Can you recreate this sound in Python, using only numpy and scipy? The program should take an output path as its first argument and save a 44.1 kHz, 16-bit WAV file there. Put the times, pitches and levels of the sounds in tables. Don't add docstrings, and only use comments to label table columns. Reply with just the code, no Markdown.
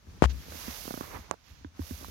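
import sys
import numpy as np
from scipy import signal
from scipy.fft import rfft, irfft, next_fast_len
from scipy.io import wavfile
from scipy.ndimage import uniform_filter1d, map_coordinates

SR = 44100
rng = np.random.default_rng(int(sys.argv[2]) if len(sys.argv) > 2 else 0)


def nominal_scale(level):
    x = np.asarray(level, float) / 20
    return 10 ** x


def digitize_waveform(pressure):
    field = np.atleast_2d(pressure).T
    bounded = np.clip(field, -1, 1)
    quanta = np.round(bounded * 32767).astype(np.int16)
    wavfile.write(sys.argv[1], SR, quanta)


N = 92610

# frequency in Hz, level in dB.
SOCK_TONE = [(500, -5.5), (1500, -1.5), (3000, -2), (6000, -3.5), (7000, -6.5), (8000, -27.5), (15000, -21)]
LEFT_LAG_S, SCATTER_DB = .0005, 1


def along(points, hz):
    f, v = np.transpose(points)
    return np.interp(np.log(hz + 1), np.log(f + 1), v)


def curve(rows):
    return np.interp(np.arange(N) / SR, *np.transpose(rows))


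def wobble(rate_hz):
    knots = rng.standard_normal(int(N * rate_hz / SR) + 4)
    return map_coordinates(knots, [np.arange(N) * rate_hz / SR])


def sides(left_over_right_db):
    return nominal_scale(np.minimum(0, np.array([left_over_right_db, -left_over_right_db])))


def noise(tone, alike, side=((1, 0),), grit_db=0):
    grit = nominal_scale(grit_db * np.array([wobble(600), wobble(600)]))
    a, b = rng.standard_normal((2, N)) * grit
    share = np.clip(alike, 0, 1)
    left = share * a + np.sqrt(1 - share ** 2) * b
    m = next_fast_len(N + 8192)
    hz = np.fft.rfftfreq(m, 1 / SR)
    spectra = rfft([left, a], m) * nominal_scale(along(tone, hz))
    out = irfft(spectra * sides(along(side, hz)), m)[:, :N]
    return out / out[1].std()


def strokes(rows, edge):
    t = np.arange(N) / SR
    out = np.zeros((2, N))
    for start_s, rise_s, fall_s, db, lr_db in rows:
        rise = (t - start_s) / rise_s
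        fall = 1 - (t - start_s - rise_s) / fall_s
        out += nominal_scale(db) * sides(lr_db)[:, None] * np.clip(np.minimum(rise, fall), 0, 1) ** edge
    return out


def decay(t, t60_s, rise_s):
    return nominal_scale(-60 * t / t60_s) * (1 - np.exp(-(t / rise_s) ** 2))


def ring(hz, t60_s, rise_s, after_s=0.):
    t = np.maximum(np.arange(SR // 2) / SR - after_s, 0)
    return np.sin(2 * np.pi * hz * t) * decay(t, t60_s, rise_s)


def push(swing_s, slows, t60_s, after_s=0., rise_s=.0001):
    t = np.maximum(np.arange(SR // 2) / SR - after_s, 0)
    half_turns = np.log(1 + t * (slows - 1) / swing_s) / np.log(slows)
    return np.sin(np.pi * half_turns) * decay(t, t60_s, rise_s)


def add(track, s, sound):
    i = round(s * SR)
    track[:, i:i + sound.shape[1]] += sound


def shaking():
    # time in seconds, level in dB.
    motion = [(0, -69), (.06, -60.5), (.14, -57.5), (.3, -50), (.5, -57), (.62, -53), (.8, -55.5),
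              (1, -54.5), (1.2, -59), (1.3, -63.5), (1.4, -69), (1.47, -69), (1.55, -62), (1.7, -62),
              (1.77, -61), (1.87, -54.5), (2, -55), (2.1, -51.5)]
    # frequency in Hz, level in dB.
    motion_tone = [(20, -41), (40, 5), (70, 2), (110, -7.5), (250, -15), (500, -30), (1200, -48)]
    return nominal_scale(curve(motion) + 7.0 + 2.5 * wobble(16)) * noise(motion_tone, 0.59)


def foot():
    # start, rise and fall in seconds, level in dB, left over right in dB.
    drag_rows = [(.265, .02, 0.11, -49.5, 6), (.37, 0.037, 0.054, -63.5, 3), (.06, 0.015, .07, -52.5, 2),
                 (.13, 0.038, .04, -53, 5), (.46, .03, 0.091, -51.5, -8), (.51, 0.012, 0.089, -47.5, -9),
                 (1.48, 0.022, 0.051, -62.5, 1), (2.0, 0.027, 0.064, -57, -10)]
    # frequency in Hz, level in dB.
    drag_tone = [(60, -16), (130, 2.5), (250, -2.5), (450, -9), (800, -22), (1500, -35), (3000, -51)]
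    # start, rise and fall in seconds, level in dB, left over right in dB.
    sock_rows = [(0.23, 0.49, 0.14, -50.5, 0.5), (1.372, 0.11, 0.29, -55.5, -37),
                 (1.896, 0.16, 0.17, -55, 14), (1.165, 0.028, 0.21, -55, -19),
                 (0.67, 0.0654, 0.094, -73, 0), (0.084, 0.2, 0.25, -60, -3)]
    # start, rise and fall in seconds, level in dB, left over right in dB.
    scuff_rows = [(1.0, 0.025, 0.18, -44, -5), (1.1, 0.06, 0.046, -43, -9.5),
                  (1.17, 0.062, 0.059, -52, -20), (.48, .05, 0.12, -54.5, 1), (.58, 0.072, 0.21, -48.5, -1),
                  (1.98, 0.034, 0.11, -56, -8)]
    # frequency in Hz, level in dB.
    scuff_tone = [(120, -2), (300, -2), (700, -3.5), (1100, 0.5), (1500, -7), (2200, -6.5), (2700, -15.5),
                  (8000, -39)]
    drag = strokes(drag_rows, 1.44) * nominal_scale(2.6 * wobble(69.76)) * noise(drag_tone, 0.58, grit_db=5.5)
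    sock = strokes(sock_rows, 1.0) * nominal_scale(SCATTER_DB * wobble(33)) * noise(SOCK_TONE, 0.063, grit_db=1.0)
    scuff = strokes(scuff_rows, 0.96) * nominal_scale(1.97 * wobble(45.84)) * noise(scuff_tone, 0.071, grit_db=2)
    return drag + sock + scuff


def thumps():
    # time in seconds, panel, sharp edge and cabin boom levels in dB, left over right in dB.
    thump_rows = [(.068, -43, -51, -35, 5), (0.344, -41, -47, -53, -13), (0.481, -33.5, -60, -38, -9),
                  (0.521, -41, -40, -38, -1), (0.546, -36, -52, -59, -15), (0.6802, -18, -33, -33.5, -9.5),
                  (1.137, -46, -42, -36, -16), (1.188, -34.5, -62, -41, -3.5),
                  (1.496, -55.5, -66, -39.5, 9), (1.61, -44, -69, -45, -9), (1.6458, -27.5, -33.5, -34, -6),
                  (1.7926, -20, -38, -24, -8), (1.818, -65, -37, -63, -36), (1.908, -20, -37.5, -27.5, -6),
                  (2.011, -38, -62, -48, -6), (2.029, -39, -50, -51, -6), (2.046, -47, -63, -55, -17),
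                  (2.087, -44, -60, -57, -16)]
    # frequency in Hz, level in dB, t60 in seconds.
    panel_modes = [(254, -1.5, .045), (312, -5.5, 0.024), (440, -13, 0.028)]
    # frequency in Hz, level in dB, t60 in seconds.
    edge_modes = [(1040, 1, 0.016), (1490, -2, 0.013), (1710, -9, 0.0076), (3100, -8, 0.007)]

    def struck(modes, db, rise_s, chance, lag_s):
        return sum(nominal_scale(db + mode_db + SCATTER_DB * z) * ring(hz * (1 + 0.052 * z), t60_s, rise_s, lag_s)
                   for (hz, mode_db, t60_s), z in zip(modes, chance))

    out = np.zeros((2, N + SR))
    for s, panel_db, edge_db, boom_db, lr_db in thump_rows:
        c = rng.standard_normal(8)
        ports = [struck(panel_modes, panel_db, .0022, c, lag_s) + struck(edge_modes, edge_db, .00045, c[3:], lag_s)
                 for lag_s in (LEFT_LAG_S, 0)]
        boom = nominal_scale(boom_db + 10) * ring(79.3 * (1 + 0.012 * c[7]), .1, .016, 0.0026)
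        add(out, s, sides(lr_db)[:, None] * ports - boom)
    return out[:, :N]


def shell():
    # frequency in Hz, level in dB, t60 in seconds.
    shell_modes = [(2300, -5, .0016), (3900, -1, .0022), (5500, -5, .002), (6450, -3, .003),
                   (10600, -24, .003)]
    return sum(nominal_scale(db) * ring(hz, t60_s, .00009) for hz, db, t60_s in shell_modes)


def bump():
    out = np.zeros((2, N + SR))
    kick = uniform_filter1d(push(.0007, 2.7, .024), size=7, mode='constant')
    add(out, .2225, nominal_scale(2.2) * sides(26)[:, None] * (kick + nominal_scale(-20) * shell()))
    side = sides(10.5)[:, None]
    add(out, .2235, nominal_scale(-8) * side * ring(65.4, 0.35, 0.016))
    add(out, .2522, nominal_scale(-10.5) * side * ring(65.4, 0.065, 0.00164))
    return out[:, :N]


def knocks():
    # time in seconds, peak in dB, t60 in seconds, polarity, snap in dB.
    knock_rows = [(.2232, -24, .006, -1, -16), (.2275, -26, .006, -1, -14), (.2309, -15, .006, -1, -16),
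                  (.2378, -26, .006, 1, -25), (.2404, -2, .005, -1, -13), (2.0458, -25.5, .008, 1, -40)]
    hits = [(s, db, push(.0004, 1.15, t60_s), way, snap_db) for s, db, t60_s, way, snap_db in knock_rows]
    hits.append((1.31167, -6, push(.0003, 3.2, .0048), 1, -5))
    out, snap = np.zeros((2, N + SR)), shell()
    case = nominal_scale(-12) * ring(1100, .013, .0005)
    for s, db, kick, way, snap_db in hits:
        kick = way * (uniform_filter1d(kick, size=5, origin=2, mode='constant') + case)
        add(out, s, nominal_scale(db) * (kick + way * nominal_scale(snap_db) * snap) * [[0], [1]])
        far = uniform_filter1d(kick, size=12)
        add(out, s + 0.00105, nominal_scale(db - 21.5) * far * [[1], [0]])
    return out[:, :N]


def rattle():
    # start, rise and fall in seconds, level in dB, left over right in dB.
    buzz_rows = [(.2232, .002, .034, -31, 20)]
    # frequency in Hz, level in dB.
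    buzz_tone = [(150, 1.5), (400, -1.5), (1200, -10), (3000, -12), (7000, -23), (9000, -30.5),
                 (15000, -38.5)]
    # start, rise and fall in seconds, level in dB, left over right in dB.
    puff_rows = [(.293, .01, .021, -47, -16)]
    buzz = nominal_scale(6.0) * strokes(buzz_rows, 0.033) * noise(buzz_tone, 0.23, grit_db=0.5)
    return buzz + nominal_scale(4.5) * strokes(puff_rows, 0.4) * noise(SOCK_TONE, 0.23)


def bounces():
    # time in seconds, peak in dB, first swing in seconds.
    bounce_rows = [(0.2253, -25, 0.00021), (.2297, -17, 0.00051), (0.235, -28.5, 0.00021),
                   (0.2413, -15, 0.00034), (0.2518, -28.5, 0.00024), (0.257, -23.5, 0.00021)]
    out = np.zeros((2, N + SR))
    for s, db, swing_s in bounce_rows:
        add(out, s, nominal_scale(db) * push(swing_s, 1.3, 0.0098) * [[1], [0]])
    return out[:, :N]


def cloth():
    # time in seconds, level in dB.
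    pressure = [(0, -89), (.1, -82.5), (.25, -87), (.33, -69), (.47, -65), (.56, -54), (.8, -52),
                (.92, -54.5), (1.17, -63), (1.3, -85), (1.38, -91.5), (1.5, -74.5), (1.6, -87),
                (1.72, -102), (1.81, -63), (1.9, -57.5), (1.98, -59), (2.1, -60.5)]
    # frequency in Hz, level in dB per Hz.
    cloth_tone = [(250, -30.5), (500, -1), (1200, -6), (6300, 0), (7600, -9.5), (9600, -8.5), (12000, 1),
                  (15800, -9)]
    # frequency in Hz, left over right in dB.
    cloth_side = [(300, -2.5), (2400, -19.5), (6000, -16.5), (15000, -23)]
    level = nominal_scale(curve(pressure) + 13.0 + 0.27 * wobble(21))
    return level * noise(cloth_tone, 0.27, cloth_side, grit_db=1.33)


def judder():
    # time in seconds, level in dB, ring in dB, left over right in dB, plate pitch in Hz.
    slip_rows = [(0.8541, -31, -3.5, -6.5, 610), (.878, -25, -1, -6, 746), (0.9068, -25.5, 3.5, -3.5, 750),
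                 (0.94, -21.5, -2, -7, 616), (0.9746, -27, 2.5, -5.5, 590), (1.009, -23, 0.5, -6.5, 1150),
                 (.464, -43.5, 0, -4, 400), (.484, -40, 2, -4, 408), (.5205, -32.5, 1.5, -7, 485),
                 (0.5456, -36.5, -2.5, -6, 404), (2.012, -39.5, -3, -9, 330), (2.028, -38.5, 2, -5, 420),
                 (2.084, -39, 1.5, -8, 327)]
    # frequency in Hz, level in dB, t60 in seconds.
    rib_modes = [(248, -9.5, 0.044), (1282, -7, 0.017), (1446, -8, 0.017)]

    def slip(modes, ring_db, chance, lag_s):
        kick = push(.00055 * (1 + 0.13 * chance[-1]), 2.1, .02, lag_s, .00025)
        return kick - sum(nominal_scale(ring_db + mode_db + SCATTER_DB * z) * ring(hz * (1 + 0.02 * z), t60_s, .0009, lag_s)
                          for (hz, mode_db, t60_s), z in zip(modes, chance))

    out = np.zeros((2, N + SR))
    for s, db, ring_db, lr_db, plate_hz in slip_rows:
        modes = rib_modes + [(plate_hz, -0.5, 0.02)]
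        chance = rng.standard_normal(len(modes) + 1)
        ports = [slip(modes, ring_db, chance, lag_s) for lag_s in (LEFT_LAG_S, 0)]
        add(out, s, nominal_scale(db) * sides(lr_db)[:, None] * ports)
    return out[:, :N]


def creak():
    # start, rise and fall in seconds, level in dB, left over right in dB.
    creak_rows = [(1.275, .025, .012, -56, -14), (1.313, .003, .032, -45, -16),
                  (1.335, .005, .014, -52, -12)]
    # frequency in Hz, level in dB.
    creak_tone = [(150, -4), (400, -7), (1000, -3.5), (1500, -15), (2200, -23.5), (7000, -43),
                  (8000, -38.5)]
    return nominal_scale(4.5) * strokes(creak_rows, 0.63) * noise(creak_tone, 0.12, grit_db=1.8)


def scene():
    handling = shaking() + bump() + knocks() + rattle() + bounces() + creak()
    return handling + foot() + thumps() + cloth() + judder()


def low_pass(x):
    return signal.sosfilt(signal.butter(12, 16800, fs=SR, output="sos"), x)


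def record(dry):
    # time in seconds, hiss gain in dB.
    gate = [(0, 1.5), (.07, 4), (.1, 7), (.2, 7.5), (.212, 9), (.225, 6.5), (1.3, 9), (1.345, 3.5),
            (1.352, 3.5), (1.414, -1.5), (1.422, -0.5), (1.5, -2.5), (1.62, 3.5), (1.71, -1), (1.77, 10),
            (2.1, 1)]
    # frequency in Hz, level in dB per Hz.
    hiss_tone = [(100, -3), (350, -9), (1000, -4.5), (3400, -11.5), (6500, -11), (7500, -22.5),
                 (12000, -27), (15800, -41)]
    x = dry + nominal_scale(-67.5 + curve(gate)) * noise([(20, -31)] + hiss_tone, 0.047)
    bass_cut_hz, top_hz = 30, 15950
    m = next_fast_len(N + 8192)
    hz = np.fft.rfftfreq(m, 1 / SR)
    response = (1j * hz / (1j * hz + bass_cut_hz)) ** 3 * (hz < top_hz)
    mix = irfft(rfft(x, m) * response, m)[:, :N]
    return low_pass(mix)


dry = scene()
out = record(dry)
digitize_waveform(out)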